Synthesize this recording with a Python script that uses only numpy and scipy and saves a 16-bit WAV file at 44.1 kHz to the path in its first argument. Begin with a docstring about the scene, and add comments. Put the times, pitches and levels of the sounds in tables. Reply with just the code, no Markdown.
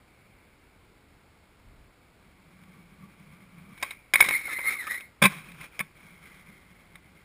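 """A skateboard grinds down a concrete ledge on one truck, its metal sticking and slipping into squeals
over a scrape of crushed grit. Hard wheels rumble up, the tail pops and the truck clacks onto the edge;
after the grind the maple deck slams down close by and rolls off, ticking over joints. Behind it is
the hush of an open skate park. All is heard from the ground, through a ringing plastic case and a
coarse 12 kHz converter that holds each sample."""
import sys
import numpy as np
from scipy import signal
from scipy.fft import rfft, irfft
from scipy.io import wavfile

SR = 44100
rng = np.random.default_rng(int(sys.argv[2]) if len(sys.argv) > 2 else 0)


def log_audio(samples):
    """Write samples as a 16-bit WAV file to the path given in sys.argv[1]."""
    # one column per channel
    frames = np.atleast_2d(samples).T
    # limit to full scale, then quantise
    limited = np.clip(frames, -1, 1)
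    pcm = np.round(limited * 32767).astype(np.int16)
    wavfile.write(sys.argv[1], SR, pcm)


N = 319284
TIME = np.arange(N) / SR
POP_S = 3.8258   # the tail snaps on the ground


def from_db(db):
    """Decibels to gain."""
    return 10 ** (np.asarray(db) / 20)


def unit_rms(x):
    """Scale to an rms of 1."""
    return x / np.sqrt(np.mean(np.abs(x) ** 2) + 1e-20)


def automation(points):
    """Straight ramps between (time, value) breakpoints."""
    return np.interp(TIME, *np.transpose(points))


def swell(peak_s, half_s):
    """A bell-shaped rise and fall of height 1."""
    return np.exp(-((TIME - peak_s) / half_s) ** 2)


def drift(rate_hz):
    """Smooth random modulation with a spread of 1, drawn at every eighth sample."""
    pole = np.exp(-16 * np.pi * rate_hz / SR)
    noise = rng.standard_normal(N // 8 + 4002)
    slow = signal.lfilter([1], [1, -2 * pole, pole * pole], noise)[4000:]
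    return np.interp(np.arange(N) / 8, np.arange(len(slow)), unit_rms(slow))


def narrow_noise(hz, width_hz):
    """Noise gathered around a pitch curve, rms about 1."""
    flutter = drift(width_hz) + 1j * drift(width_hz)
    return np.real(flutter * np.exp(2j * np.pi * np.cumsum(hz) / SR))


def grains(per_s, spread_db):
    """Grit: random clicks of uneven size, rms 1."""
    sizes = from_db(spread_db * np.minimum(rng.exponential(1, N), 4)) * rng.choice([-1, 1], N)
    return unit_rms(sizes * (rng.random(N) < per_s / SR))


def low_cut(x, hz, order):
    """Butterworth high-pass."""
    return signal.sosfilt(signal.butter(order, hz, "high", fs=SR, output="sos"), x)


def equalise(x, curve, rolloff_hz=7200, size=8192):
    """Minimum-phase EQ of unit energy that follows a curve and rolls off the top."""
    hz, db = np.transpose(curve)
    grid = np.maximum(np.arange(size // 2 + 1) * SR / size, 1)
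    gain = from_db(np.interp(np.log(grid), np.log(hz), db)) / (1 + (grid / rolloff_hz) ** 8)
    cepstrum = irfft(np.log(gain))
    cepstrum[1:size // 2] *= 2   # folded forward, so nothing rings ahead of a hit
    cepstrum[size // 2 + 1:] = 0
    pulse = irfft(np.exp(rfft(cepstrum)))
    return signal.fftconvolve(x, pulse / np.linalg.norm(pulse))[:N]


def resonance(x, hz, width_hz):
    """Band-pass with a peak gain of 1."""
    r = np.exp(-np.pi * width_hz / SR)
    feedback = [1, -2 * r * np.cos(2 * np.pi * hz / SR), r * r]
    return signal.lfilter(np.array([1, 0, -1]) * (1 - r * r) / 2, feedback, x + 1e-18)


def ring(x, hz, t60):
    """One mode: a unit click starts a dying sine of height 1."""
    r, w = 10 ** (-3 / (t60 * SR)), 2 * np.pi * hz / SR
    return signal.lfilter([0, np.sin(w)], [1, -2 * r * np.cos(w), r * r], x + 1e-18)


def ring_body(force, modes, scatter_db=3.5):
    """A body rings; the contact point keeps shifting, and with it the share of each mode."""
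    return sum(from_db(db) * ring(force * from_db(scatter_db * drift(44)), hz, t60) * (-1) ** k
               for k, (hz, db, t60) in enumerate(modes))


# tone of the outdoor bed: f/Hz, relative level/dB
AIR_EQ = [(15, -13), (35, -1), (65, 2.5), (150, -4), (300, -6.5), (600, -12), (1000, -13), (1500, -14),
          (1850, -19.5), (2400, -19.5), (3000, -21.5), (4200, -22.5), (6000, -26)]


def air(hush_db=-59.5, gust_db=-57):
    """Steady outdoor hush, with one soft gust on the case."""
    buffet = unit_rms(resonance(rng.standard_normal(N), hz=40, width_hz=23))
    gust = from_db(gust_db) * swell(peak_s=1.75, half_s=0.15) * buffet
    return from_db(hush_db) * equalise(rng.standard_normal(N), AIR_EQ) + gust


def park_reverb(x, wet_db=-24, t60=0.52, predelay_s=0.012):
    """Faint scatter from the steps and ramps around."""
    t = np.arange(SR) / SR
    tail = rng.standard_normal(SR) * from_db(-60 * t / t60) * (t > predelay_s)
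    scatter = signal.fftconvolve(x, tail / np.linalg.norm(tail))[:N]
    return from_db(wet_db) * low_cut(scatter, hz=600, order=1)


# woody ring of the deck: f/Hz, relative level/dB, t60/s
DECK_MODES = [(386, -11, 0.029), (460, -14, 0.046), (583.3, -6.5, 0.037), (657, -9, 0.029),
              (848, -14.5, 0.048), (915, -7, 0.023), (1047, -2.5, 0.038), (1109, -1.5, 0.053),
              (1302, -14, 0.05), (1542, -7, 0.059), (1606, -6.5, 0.05), (2020, -14.5, 0.049),
              (2372, -0.5, 0.048), (2560, -4, .05), (3224, -4, 0.028), (3513, 0.5, 0.037)]


def deck(force):
    """The maple deck rings briefly under grit and hits."""
    return ring_body(force, DECK_MODES)


# run-up, landing and run-out on four wheels: start/s, end/s, rumble/dB, grit/dB (at the closest point)
ROLL_SPANS = [(2.19, 3.75, -40.5, -52.5), (5.248, 5.65, -50.5, -56.5), (5.958, 7.4, -55, -57.5)]
# the hum swells as the rider presses down: peak t/s, level/dB
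HUM_SWELLS = [(2.78, -60), (3.04, -54), (3.7, -48.5), (6.5, -55.5)]
# sideways skids at take-off, landing and in turns: peak t/s, half-length/s, level/dB
SKID_SWELLS = [(3.85, .08, -51.5), (5.321, 0.056, -54), (5.635, 0.042, -52), (5.781, 0.062, -56),
               (6.356, 0.26, -65.5)]


def rolling_gains(pass_s=5.36, speed_m_per_s=3.72, closest_m=1.96, screen_db_per_s=4.0, fade_s=0.032):
    """Faders for rumble and grit: the pass-by, plus pushes and skids."""
    nearness = closest_m / np.hypot(closest_m, speed_m_per_s * (TIME - pass_s))
    # the top of the steps screens the run-up, less and less until the pop
    screening = from_db(-screen_db_per_s * np.maximum(POP_S - TIME, 0))
    rumble = sum(from_db(db) * swell(s, half_s=0.034) for s, db in HUM_SWELLS)
    grit = sum(from_db(db) * swell(s, half_s) for s, half_s, db in SKID_SWELLS)
    for start, end, rumble_db, grit_db in ROLL_SPANS:
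        grounded = np.clip(np.minimum(TIME - start, end - TIME) / fade_s + 0.5, 0, 1)
        heard = nearness * screening * grounded
        rumble += from_db(rumble_db) * heard
        grit += from_db(grit_db) * heard
    return rumble, grit


# whirr of the spinning wheels, falling after they pass: t/s, f/Hz
WHIRR_GLIDE = [(3.7, 2288), (5.6, 2495), (6.4, 2050), (7.24, 2092)]
# tone of the grit under the wheels: f/Hz, relative level/dB
GRIT_EQ = [(60, -6), (300, -5), (800, -6.5), (1150, -0.5), (1550, 1), (1820, -4.5), (2400, -2), (2850, -11),
           (3200, -4), (3600, -6.5), (4050, -9), (4700, -15.5), (5200, -10), (6000, -6.5)]


def wheels(rumble_hz=170, width_hz=52, uneven_db=2, whirr_db=-5):
    """Hard wheels on rough concrete: the loaded board hums and rings, grit hisses, the wheels whirr."""
    rumble_gain, grit_gain = rolling_gains()
    uneven_ground = unit_rms(from_db(uneven_db * drift(16)))
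    hum = resonance(rng.standard_normal(N), rumble_hz, width_hz)
    rumble = unit_rms(resonance(hum, rumble_hz, width_hz))
    ringing = from_db(-16) * narrow_noise(np.full(N, 1150), width_hz=70)
    stones = grains(per_s=5000, spread_db=2.16)
    grit = unit_rms(equalise(stones, GRIT_EQ) + from_db(-40) * deck(stones))
    airborne = from_db(-63) * swell(peak_s=3.98, half_s=0.13)
    far_off = from_db(-73) * swell(peak_s=0.36, half_s=0.46)
    whirr_gain = from_db(whirr_db) * grit_gain + airborne + far_off
    whirr = narrow_noise(automation(WHIRR_GLIDE), width_hz=190)
    return uneven_ground * (rumble_gain * (rumble + ringing) + grit_gain * grit + whirr_gain * whirr)


def crunch(t, decay_s):
    """A dying burst of crushed grit that holds all frequencies about evenly."""
    fade = np.exp(-t / decay_s)
    burst = rng.standard_normal(len(t)) * fade
    for _ in range(2):
        whitened = irfft(np.exp(1j * np.angle(rfft(burst))), len(t))
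        burst = whitened * np.sqrt(fade)
    return burst / np.linalg.norm(burst) * np.linalg.norm(fade)


def hit(s, db, crunch_s, cutoff_hz, deck_db, truck_db, thump_db, push_s=0.0032):
    """One click and crunch: its start sample, and its sends to crack, deck, truck and thump."""
    t = np.arange(SR // 5) / SR
    contact = from_db(-2) * crunch(t, crunch_s)
    contact[0] += from_db(4)   # the click
    contact = signal.lfilter(*signal.butter(2, cutoff_hz, fs=SR), contact)
    push = np.sin(np.pi * np.minimum(t / push_s, 1))
    weight = from_db(thump_db) * push / push.sum()
    sends = np.array([contact, from_db(deck_db) * contact, from_db(truck_db) * contact, weight])
    return round(s * SR), from_db(db) * sends


# ticks over joints in the ground, plus one scuff just before the pop: t/s, level/dB
JOINT_HITS = [(2.635, -52), (3.776, -44), (5.383, -40), (5.516, -45), (5.61, -37), (6.007, -55),
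              (6.47, -54), (6.9544, -42.5)]


def joint_ticks():
    """The wheels cross joints and rattle the trucks; a scuff ticks just before the pop."""
    return [hit(s, db, crunch_s=0.0067, cutoff_hz=3970, deck_db=-1, truck_db=2, thump_db=-1)
            for s, db in JOINT_HITS]


# knocks along the ledge: t/s, level/dB, crunch decay/s, cutoff/Hz
CHIP_HITS = [(4.24, -21.5, 0.0099, 3640), (4.408, -34, .007, 1600), (4.48, -32.5, .024, 1800),
             (4.586, -24.5, 0.012, 1790), (4.64, -35, .03, 1400), (4.868, -31.5, 0.017, 3050),
             (4.943, -36, 0.0078, 4500), (5.006, -35, 0.0036, 4500)]


def chip_knocks():
    """The sliding truck knocks over chips in the edge."""
    return [hit(*chip, deck_db=-1.5, truck_db=-1.5, thump_db=-19) for chip in CHIP_HITS]


def tail_pop():
    """The tail ticks on the concrete, the deck answers and bounces, and the shoe flicks it round."""
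    body_s, bounce_s, flick_s = POP_S + 0.0026, POP_S + 0.019, 3.907
    return [hit(POP_S, -19, crunch_s=0.0063, cutoff_hz=7000, deck_db=-9, truck_db=-7, thump_db=-27),
            hit(body_s, -25, crunch_s=0.0038, cutoff_hz=2450, deck_db=12, truck_db=15.5, thump_db=-26),
            hit(bounce_s, -34, crunch_s=0.0017, cutoff_hz=2840, deck_db=0.5, truck_db=8.5, thump_db=-26),
            hit(flick_s, -38, crunch_s=0.014, cutoff_hz=4490, deck_db=-5.5, truck_db=7.5, thump_db=-27)]


# hard truck hits: t/s, level/dB, crunch decay/s, rebound delay/s, rebound level/dB
CLACK_HITS = [(4.1365, -10, 0.0043, 0.019, -13.5), (4.2045, -7.5, 0.0051, 0.019, -19),
              (4.2867, -16, 0.0042, .0215, -18), (5.2562, -3, 0.0012, .021, -33.5),
              (5.7919, -20.5, 0.0022, 0.015, -28)]


def truck_clacks(settle_s=0.0062, settle_db=-11):
    """Metal hits bright, settles a moment later, and comes back with a duller, ringing rebound."""
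    hits = []
    for s, db, crunch_s, rebound_s, rebound_db in CLACK_HITS:
        hits += [hit(s, db, crunch_s, cutoff_hz=5500, deck_db=-3, truck_db=2.5, thump_db=-26),
                 hit(s + settle_s, db + settle_db, crunch_s=0.005, cutoff_hz=3710,
                     deck_db=-6, truck_db=-9.5, thump_db=-24),
                 hit(s + rebound_s, rebound_db, crunch_s=0.003, cutoff_hz=2500,
                     deck_db=-4, truck_db=10, thump_db=-30)]
    return hits


# wheels coming down under the rider's weight: t/s, level/dB, cutoff/Hz
SLAM_HITS = [(4.26, -25.5, 4200), (5.2172, -19, 1500), (5.2221, -7.5, 3400), (5.2358, -7, 3250),
             (5.2463, -14.5, 2800), (5.2516, -12, 2000), (5.801, -24, 2840)]


def wheel_slams(db_per_octave=9, firm_hz=3000):
    """The softer a wheel lands, the more of the blow goes into the deck."""
    hits = []
    for s, db, cutoff_hz in SLAM_HITS:
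        soft_db = db_per_octave * np.log2(firm_hz / cutoff_hz)
        hits.append(hit(s, db, crunch_s=0.0093, cutoff_hz=cutoff_hz,
                        deck_db=2.5 + soft_db, truck_db=-4, thump_db=1 + soft_db))
    return hits


# tone of the contact crack: f/Hz, relative level/dB
CRACK_EQ = [(40, -10), (120, -24), (300, -2.5), (800, 3), (1700, 3.5), (2500, -9), (2950, 4.5),
            (3600, -7.5), (4100, -16.5), (4650, 6.5), (5200, 7), (6000, 4.5)]
# clank of the metal truck and axle: f/Hz, relative level/dB, t60/s
TRUCK_MODES = [(1757, -7, 0.014), (1990, -4.5, 0.024), (2228, -1, 0.023), (2502, -5.5, 0.017),
               (3837, -2, 0.016), (4860, -15.5, 0.027)]
# thump of the loaded deck flexing on its wheels: f/Hz, relative level/dB, t60/s
FLEX_MODES = [(157.4, -9, 0.23), (192.3, 0.5, 0.096)]


def board_impacts(crack_db=-6, deck_db=-31, truck_db=-25, thump_db=-8):
    """Each hit cracks and rings deck and truck; the rider's weight behind it flexes the deck."""
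    buses = np.zeros((4, N + SR))
    for at, sends in tail_pop() + truck_clacks() + wheel_slams() + chip_knocks() + joint_ticks():
        buses[:, at:at + sends.shape[1]] += sends
    contact, wood, metal, weight = buses[:, :N]
    crack = from_db(crack_db) * equalise(contact, CRACK_EQ)
    knock = from_db(deck_db) * deck(low_cut(wood, hz=560, order=2))
    clank = from_db(truck_db) * ring_body(metal, TRUCK_MODES)
    flex = sum(from_db(db) * ring(weight, hz, t60) for hz, db, t60 in FLEX_MODES)
    # a narrow board radiates little below its flexing modes
    thump = from_db(thump_db) * low_cut(flex, hz=115, order=3)
    return crack + knock + clank + thump


# side squeaks: t/s, length/s, start f/Hz, end f/Hz, level/dB
SQUEAK_GLIDES = [(4.468, 0.053, 1500, 1196, -44.5), (4.495, 0.045, 1752, 1720, -40.5),
                 (4.639, 0.11, 1280, 1310, -44), (4.741, .035, 1262, 1120, -43),
                 (4.858, 0.035, 1220, 1290, -37)]


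def edge_squeaks(width_hz=45):
    """The edge catches: brief stick-slip tones that swell and glide below the main squeal."""
    out = np.zeros(N)
    quiver = unit_rms(1 + drift(width_hz) + 1j * drift(width_hz))
    for s, length_s, start_hz, end_hz, db in SQUEAK_GLIDES:
        at, size = round(s * SR), round(length_s * SR)
        phase = 2 * np.pi * np.cumsum(np.linspace(start_hz, end_hz, size)) / SR
        tone = np.sqrt(2) * np.real(quiver[at:at + size] * np.exp(1j * phase))
        out[at:at + size] += from_db(db) * np.sin(np.linspace(0, np.pi, size)) * tone
    return out


# the truck breaks into a squeal: peak t/s, half-length/s, level/dB
SQUEAL_SWELLS = [(4.346, 0.026, -30), (4.567, .02, -40), (4.688, 0.03, -28), (4.808, 0.011, -38),
                 (4.913, 0.014, -33.5), (4.952, 0.012, -36.5)]


def truck_squeal(hz, steady_db=-44, waver=0.018, roughness=0.67, flutter_hz=110, octave_db=-16):
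    """Metal sticks and slips: a wavering tone that bumps keep upsetting."""
    gain = from_db(steady_db) + sum(from_db(db) * swell(s, half_s) for s, half_s, db in SQUEAL_SWELLS)
    phase = 2 * np.pi * np.cumsum(hz * (1 + waver * drift(48))) / SR
    grip = unit_rms(1 + roughness * (drift(flutter_hz) + 1j * drift(flutter_hz)))
    swing = grip * np.exp(1j * phase)
    octave = from_db(octave_db) * swing ** 2 / np.abs(swing)   # added by the slips
    return gain * np.real(swing + octave)


# pitch of the stick-slip: t/s, f/Hz
SQUEAL_GLIDE = [(4.3, 2110), (4.35, 2180), (4.44, 2187), (4.5, 2078), (4.66, 2088), (4.76, 2210),
                (4.81, 1998), (4.845, 1680), (5.0, 2121)]
# pressure on the edge, riding the scrape and rasp: t/s, relative level/dB
EDGE_PRESSURE = [(4.33, -47), (4.384, -48.5), (4.428, -59), (4.536, -46.5), (4.576, -58.5), (4.71, -44.5),
                 (4.786, -60), (4.834, -51.5), (4.902, -55), (4.91, -47.5), (4.97, -56.5)]
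# tone of metal scraping concrete: f/Hz, relative level/dB
SCRAPE_EQ = [(40, -22.5), (150, -8), (330, -1), (500, -6.5), (900, -6), (1250, 0), (1900, 2.5),
             (2700, -17.5), (3350, -8.5), (3750, 2), (4250, -5), (4650, -18.5), (5150, -4), (6000, -7)]


def grind(lock_s=4.15, leave_s=4.975, release_db_per_s=205.5, scrape_db=6, rasp_db=1, chatter_db=2):
    """The truck slides down the edge: a squeal and a rasp around it, over the scrape of crushed grit."""
    hz = automation(SQUEAL_GLIDE)
    squeal = truck_squeal(hz)
    chatter = unit_rms(from_db(chatter_db * drift(51)))
    friction = grains(per_s=9000, spread_db=2.5) * chatter
    scrape = unit_rms(equalise(friction, SCRAPE_EQ) + from_db(-35) * deck(friction))
    rasp = from_db(rasp_db) * chatter * narrow_noise(hz, width_hz=240)
    pressure = from_db(scrape_db + automation(EDGE_PRESSURE))
    on_ledge = (TIME > lock_s) * from_db(-release_db_per_s * np.maximum(TIME - leave_s, 0))
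    return on_ledge * (squeal + pressure * (scrape + rasp))


def scene():
    """The board with its park reverb over the outdoor bed, in mono."""
    board = board_impacts() + grind() + edge_squeaks() + wheels()
    return (board + park_reverb(board) + air())[None]


def record(dry, ceiling=0.78, converter_hz=12000, hold=4):
    """The case rings, peaks are rounded, and held converter samples mirror the sound into the treble."""
    cased = dry + from_db(3.5) * resonance(dry, hz=2170, width_hz=320)
    rounded = ceiling * np.tanh(cased / ceiling)
    band = signal.sosfilt(signal.butter(16, 5700, fs=SR, output="sos"), rounded)
    coarse = signal.resample_poly(band, converter_hz, SR, axis=-1)
    held = np.repeat(coarse, hold, axis=-1)
    mirrored = signal.resample_poly(held, SR, hold * converter_hz, axis=-1)[:, :N]
    return signal.sosfilt(signal.ellip(10, 0.2, 80, 15400, fs=SR, output="sos"), mirrored)


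dry = scene()
out = record(dry)
log_audio(out)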